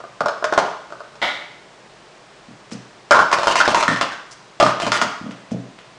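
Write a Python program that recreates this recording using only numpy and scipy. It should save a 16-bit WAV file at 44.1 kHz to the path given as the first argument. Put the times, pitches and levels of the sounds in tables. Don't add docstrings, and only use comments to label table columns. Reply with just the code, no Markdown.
import sys
import numpy as np
from scipy import signal
from scipy.io import wavfile
from scipy.ndimage import uniform_filter1d, minimum_filter1d

SR = 44100
rng = np.random.default_rng(int(sys.argv[2]) if len(sys.argv) > 2 else 0)


def master(y):
    cut = np.clip(np.atleast_2d(y).T, -1, 1)
    pcm = np.round(cut * 32767)
    wavfile.write(sys.argv[1], SR, pcm.astype(np.int16))


N = 263702
AGE = np.arange(SR // 6) / SR

# start in seconds, ring level in dB, tick level in dB.
SET_DOWNS = [(0.002, -18, -35), (0.039, -14.5, -35), (0.206, 2.5, -14), (0.259, 1.5, -14), (0.284, -2, -14),
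             (0.425, -7, -34), (0.442, 2.5, -7.5), (0.525, 3.5, -16), (0.537, -7.5, -12.5), (0.577, 8, -4),
             (0.589, -8.5, -8), (0.904, -22.5, -37), (0.923, -13.5, -30), (1.004, -15, -32.5),
             (1.155, -24.5, -32)]
# start in seconds, ring level in dB, ring centre in Hz,
# hollow air tone in dB against the ring, tick level in dB, time until seated in seconds.
NESTINGS = [(3.109, 9, 875, -13, 1.5, 0.016), (3.116, 1, 1433, 6, -17, .03),
            (3.145, 0.5, 960, -6.5, -7.5, .03), (3.166, -1.5, 1070, -4.5, -20, .03),
            (3.191, 4.5, 1460, -20, -9.5, .035), (3.315, -7, 933, -3, -12, .02),
            (3.328, 2, 1130, -13, -2.5, .02), (3.386, -5.5, 690, -21, -13.5, .04),
            (3.432, -6.5, 850, -23, -10.5, .035), (3.471, 2, 910, -2.5, -3.5, .06),
            (3.556, -6, 990, 0.5, -2.5, .05), (3.603, -1, 1500, 2, -2.5, 0.02),
            (3.653, -6.5, 1630, -7, -12, 0.011), (3.678, 0.5, 780, -5.5, -7, .05),
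            (3.746, -6, 922, 7, -4, .075), (3.827, -5, 1120, -18, -6, 0.011),
            (3.88, -3, 1816, -0.5, -7, .07), (3.961, -16, 2010, -4, -16, .035),
            (4.012, -2.5, 1056, -10, -5.5, .03), (4.05, -19, 1110, -9, -20, .04),
            (4.121, -22.5, 1580, 4.5, -22.5, .02), (4.6002, 3, 680, -10, -4, .025),
            (4.61, -9, 1220, 9, -17, .07), (4.627, -1.5, 616, -1, -6.5, .03),
            (4.664, -4, 1230, 0.5, -10.5, .05), (4.8, -16, 850, -13, -12, .03),
            (4.82, -15, 676, 1.5, -10.5, .045), (4.866, -8.5, 640, -17, -9.5, .03),
            (4.919, -3, 1446, 1.5, -3.5, .065), (4.984, -13, 1370, -7, -33, .02),
            (5.015, -0.5, 1106, -26, -4, .025), (5.039, -11.5, 900, -26, -20, .03)]
# start in seconds, level in dB.
THUDS = [(0.208, -19), (0.579, -18), (2.483, -26), (2.72, -16), (3.335, -23.5), (3.682, -18.5),
         (3.886, -5.5), (4.019, -29), (4.626, -6), (4.835, -13.5), (4.869, -14), (5.019, -14.5),
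         (5.212, -17.5), (5.262, -14), (5.516, -6)]
TAPS = [(2.715, -22), (5.31, -22.5), (5.511, -27), (5.788, -26)]
BRUSHES = [(2.708, -44.5), (4.308, -47), (5.301, -57.5), (5.508, -52.5)]

# frequency in Hz, relative level in dB, seconds to fall 60 dB.
CUP_MODES = [(454, -10.5, 0.049), (571, -3, 0.03), (649.5, -1, 0.029), (850, -2, 0.019), (908, 1.5, 0.013),
             (1097, -1.5, 0.026), (1232, 3, 0.017), (1464, -2, 0.035), (1526, -4.5, 0.013),
             (1860, -17.5, 0.03)]
RIM_MODES = [(2060, 4, 0.0068), (2590, -0.5, 0.0063), (3076, -4.5, 0.0046), (3254, -0.5, 0.012),
             (4250, -0.5, 0.019), (5276, 1, 0.022), (6260, -4, 0.017)]
TABLE_MODES = [(121.1, -14, 0.34), (179.3, 0, 0.07), (238, -1, 0.04), (283.3, -10.5, 0.088),
               (398, -10.5, 0.048), (473, 0.5, 0.028), (620, 5, 0.02)]
CLACK_MODES = [(594, -8, 0.17), (680, -20, 0.046), (1137, -9, 0.074), (1436, -3.5, 0.12),
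               (2060, -5.5, 0.094), (2210, -1, 0.054)]

# frequency in Hz, relative level in dB.
TICK_SPECTRUM = [(30, -24), (90, -23.5), (190, -10.5), (500, -0.5), (1500, 6), (2500, -0.5), (5000, -4),
                 (7000, -6), (10000, -15), (12000, -14), (16000, -16.5)]
FINGER_SPECTRUM = [(60, -9), (300, 0.5), (1200, 7), (3000, 3.5), (6000, -14), (10000, -17.5), (16000, -26)]
SCUFF_SPECTRUM = [(100, -24), (1000, -7), (3000, -7), (6000, 4), (9000, -5.5), (16000, -24)]
CLACK_SPECTRUM = [(80, -32), (200, -4), (450, -9), (700, 7), (1700, 2.5), (2100, 8.5), (2500, -2.5),
                  (3000, 1.5), (3850, 1.5), (4300, -9), (4900, -11), (5600, -15), (10000, -26),
                  (16000, -16)]
HUSH_SPECTRUM = [(15, -61.5), (25, -2), (92, -19), (120, -2.5), (229, -9.5), (249, -13.5), (363, -7),
                 (560, -8.5), (624, -5), (863, -9), (962, -7), (1130, -8.5), (1560, -11), (7710, -24),
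                 (16000, -43)]

# delay in seconds, gain as a factor.
ECHOES = [(.0029, 0.38), (.0085, 0.49), (0.0118, 0.24), (0.0135, 0.17), (.026, 0.11)]
# frequency in Hz, seconds to fall 60 dB.
ROOM_T60 = [(120, 0.33), (280, 0.45), (600, 0.56), (1100, 0.63), (2300, 0.69), (7000, 0.64), (14000, 0.54)]
# frequency in Hz, gain in dB.
DIFFUSE_COLOUR = [(80, -0.5), (160, 7), (400, -1.5), (1200, -2), (3000, -3), (6000, -3.5), (9500, -8.5),
                  (12000, -0.5)]
# frequency in Hz, gain in dB.
OVERALL_COLOUR = [(30, -3.5), (300, 5), (1500, 2.5), (5000, 4), (9800, 0), (10400, -20), (12000, -28.5),
                  (15500, -14.5)]


def nesting_cups(slide_db=-24, rattle_db=-7, rattle_tick_db=-11, bump_db=-37):
    out = np.zeros(N)
    contact = dict(rim_db=-2.5, rim_hz=2730, soft_hz=10000, octaves=1.0, rise_s=0.0002)
    for s, ring_db, centre_hz, hollow_db, tick_db, seat_s in NESTINGS:
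        add(out, s, cup_knock(ring_db, centre_hz, tick_db, hollow_db, **contact))
        add(out, s, amp(ring_db + bump_db) * low_bump())
        add(out, s, amp(tick_db + slide_db) * scrape(seat_s, wall_slip()))
        for delay, db in rebounds(seat_s):
            rattle = cup_knock(ring_db, centre_hz, tick_db + rattle_tick_db, hollow_db, **contact)
            add(out, s + delay, amp(rattle_db + db) * rattle)
    return out


def pyramid_cups(chatter_db=-19.5, chatter_s=0.018):
    out = np.zeros(N)
    for s, ring_db, tick_db in SET_DOWNS:
        knock = cup_knock(ring_db, centre_hz=753, tick_db=tick_db, hollow_db=-24,
                          rim_db=-8.5, rim_hz=4800, soft_hz=7000, octaves=1.8, rise_s=0.00098)
        add(out, s, knock)
        for delay, db in rebounds(chatter_s):
            add(out, s + delay, amp(chatter_db + db) * rng.choice([-1, 1]) * knock)
    return out


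def cup_knock(ring_db, centre_hz, tick_db, hollow_db, rim_db, rim_hz, soft_hz, octaves, rise_s):
    tick = crack(TICK_SPECTRUM, decay_s=0.005)
    tick += amp(rim_db) * ring(RIM_MODES, 0.04, rim_hz, octaves=0.76)
    give = np.exp(-2 * np.pi * soft_hz / SR)
    tick = signal.lfilter([1 - give], [1, -give], tick)
    hollow = ring([(centre_hz, 0, .032)], spread=0.019)
    walls = ring(CUP_MODES, 0.018, centre_hz, octaves)
    body = (walls + amp(hollow_db) * hollow) * (1 - np.exp(-AGE / rise_s))
    return amp(ring_db) * body + amp(tick_db) * tick


def rebounds(length_s, count=4, step_db=-2.5):
    bounce = np.arange(count)
    delays = length_s * (bounce + rng.uniform(.5, 1.5, count)) / count
    return zip(delays, step_db * bounce)


def wall_slip():
    tick = crack(TICK_SPECTRUM, decay_s=0.0018)
    rasp = ring(RIM_MODES, spread=0.067, centre_hz=2860, octaves=0.16)
    body = ring(CUP_MODES, spread=0.073, centre_hz=1300, octaves=0.5)
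    return tick + amp(-2) * rasp + amp(-7) * body


def scrape(length_s, voice, slips_per_s=1600):
    n = int(length_s * SR)
    sizes = rng.standard_normal(len(AGE))
    slipping = rng.random(len(AGE)) < slips_per_s / SR
    slips = (sizes * slipping)[:n] * signal.windows.tukey(n, .3)
    rub = signal.fftconvolve(slips, voice)
    return rub * np.sqrt(n) / (np.linalg.norm(rub) + 1e-9)


def low_bump(decay_s=0.0041):
    u = AGE / decay_s
    return u * (2 - u) * np.exp(-u)


def padded_table(settle_s=.028, settle_db=-3):
    out = np.zeros(N)
    for s, db in THUDS:
        add(out, s, amp(db) * thud(centre_hz=223))
        add(out, s + settle_s, amp(db + settle_db) * thud(centre_hz=189))
    for s, db in TAPS:
        add(out, s, amp(db) * crack(FINGER_SPECTRUM, decay_s=0.0075))
    return out


def thud(centre_hz, sharp_share=0.17, sink_s=0.007):
    tone = ring(TABLE_MODES, 0.012, centre_hz, octaves=0.83) * (1 - np.exp(-AGE / 0.002))
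    lead_s = sharp_share * sink_s * (1 - np.exp(-AGE / sink_s))
    return np.interp(AGE + lead_s, AGE, tone)


def cup_brushes():
    out = np.zeros(N)
    for s, db in BRUSHES:
        add(out, s, amp(db) * scrape(length_s=.03, voice=impulse(SCUFF_SPECTRUM)))
    return out


def far_clack(start_s=1.217):
    out = np.zeros(N)
    clack = crack(CLACK_SPECTRUM, decay_s=0.004) + amp(-11.5) * ring(CLACK_MODES, spread=0.0017)
    add(out, start_s, amp(-11) * clack)
    return out


def ring(modes, spread, centre_hz=1000, octaves=np.inf):
    hz, db, t60 = np.transpose(modes)[:, :, None]
    detune, scatter_db = rng.standard_normal((2, len(modes), 1))
    weight = amp(db + scatter_db) / (1 + (np.log2(hz / centre_hz) / octaves) ** 2)
    weight *= rng.choice([-1, 1], hz.shape) / np.linalg.norm(weight)
    decay = np.exp(-np.log(1000) * AGE / t60)
    tones = np.sin(2 * np.pi * hz * (1 + spread * detune) * AGE)
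    return .5 * (weight * decay * tones).sum(0)


def crack(spectrum, decay_s):
    bins = np.fft.fft(rng.standard_normal(len(AGE)) * np.exp(-AGE / decay_s))
    whitened = np.fft.ifft(bins / minimum_phase(abs(bins))).real
    burst = colour(whitened, spectrum)
    return burst / np.linalg.norm(burst) * np.sqrt(2 * np.pi)


def echoes(x):
    out = np.zeros(N)
    for s, gain in ECHOES:
        add(out, s, gain * x)
    return out


def room(x, gap_s, rise_s, reflections_per_s=6000):
    t = np.arange(SR) / SR
    reflections = rng.choice([-1, 1], SR) * (rng.random(SR) < reflections_per_s / SR)
    hz, when, bands = signal.stft(reflections, SR, nperseg=256)
    decay = np.exp(-np.log(1000) * when / value_at(ROOM_T60, hz)[:, None])
    tail = signal.istft(bands * decay, SR, nperseg=256)[1][:SR]
    tail *= np.clip((t - gap_s) / rise_s, 0, 1)
    return signal.fftconvolve(x, tail / np.linalg.norm(tail))[:N]


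def shifting_room(x, tails=6, turns_per_s=11):
    turn = np.arange(N) / SR * turns_per_s
    shares = np.array([np.maximum(np.cos(2 * np.pi * (turn - k / tails)) - .5, 0) for k in range(tails)])
    shares /= np.linalg.norm(shares, axis=0)
    return sum(room(x * share, gap_s=0.0054, rise_s=0.015) for share in shares)


def hush():
    noise = colour(rng.standard_normal(N), HUSH_SPECTRUM)
    return amp(-49.5) * noise / noise.std()


def amp(db):
    return 10 ** (np.asarray(db) / 20)


def add(mix, s, sound):
    part = mix[max(round(s * SR), 0):][:len(sound)]
    part += sound[:len(part)]


def value_at(points, hz):
    point_hz, values = np.transpose(points)
    return np.interp(np.log(hz + 1), np.log(point_hz + 1), values)


def minimum_phase(gain):
    return np.exp(np.conj(signal.hilbert(np.log(gain + 1e-9))))


def impulse(spectrum, size=4096):
    gain = amp(value_at(spectrum, abs(np.fft.fftfreq(size, 1 / SR))))
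    return np.fft.ifft(minimum_phase(gain)).real[:size // 2]


def colour(x, spectrum):
    return signal.fftconvolve(x, impulse(spectrum))[:len(x)]


def scene():
    cups = pyramid_cups() + nesting_cups() + cup_brushes()
    table, clack = padded_table(), far_clack()
    mix = cups + echoes(cups) + amp(-1.5) * colour(shifting_room(cups), DIFFUSE_COLOUR)
    mix += table + room(table, gap_s=0.0023, rise_s=0.0052)
    mix += clack + amp(5.5) * echoes(clack) + amp(15) * room(clack, gap_s=0.00085, rise_s=0.01)
    return (mix + hush())[None]


def record(dry, ceiling=.97, edge_hz=16200):
    heard = colour(dry[0], OVERALL_COLOUR)
    overshoot = np.maximum(abs(heard) / ceiling, 1)
    held_gain = minimum_filter1d(1 / overshoot, size=49)
    gain = uniform_filter1d(uniform_filter1d(held_gain, size=25), size=25)
    lowpass = signal.firwin(511, edge_hz, window=("kaiser", 9), fs=SR)
    return signal.oaconvolve(heard * gain, lowpass, "same")[None]


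dry = scene()
out = record(dry)
master(out)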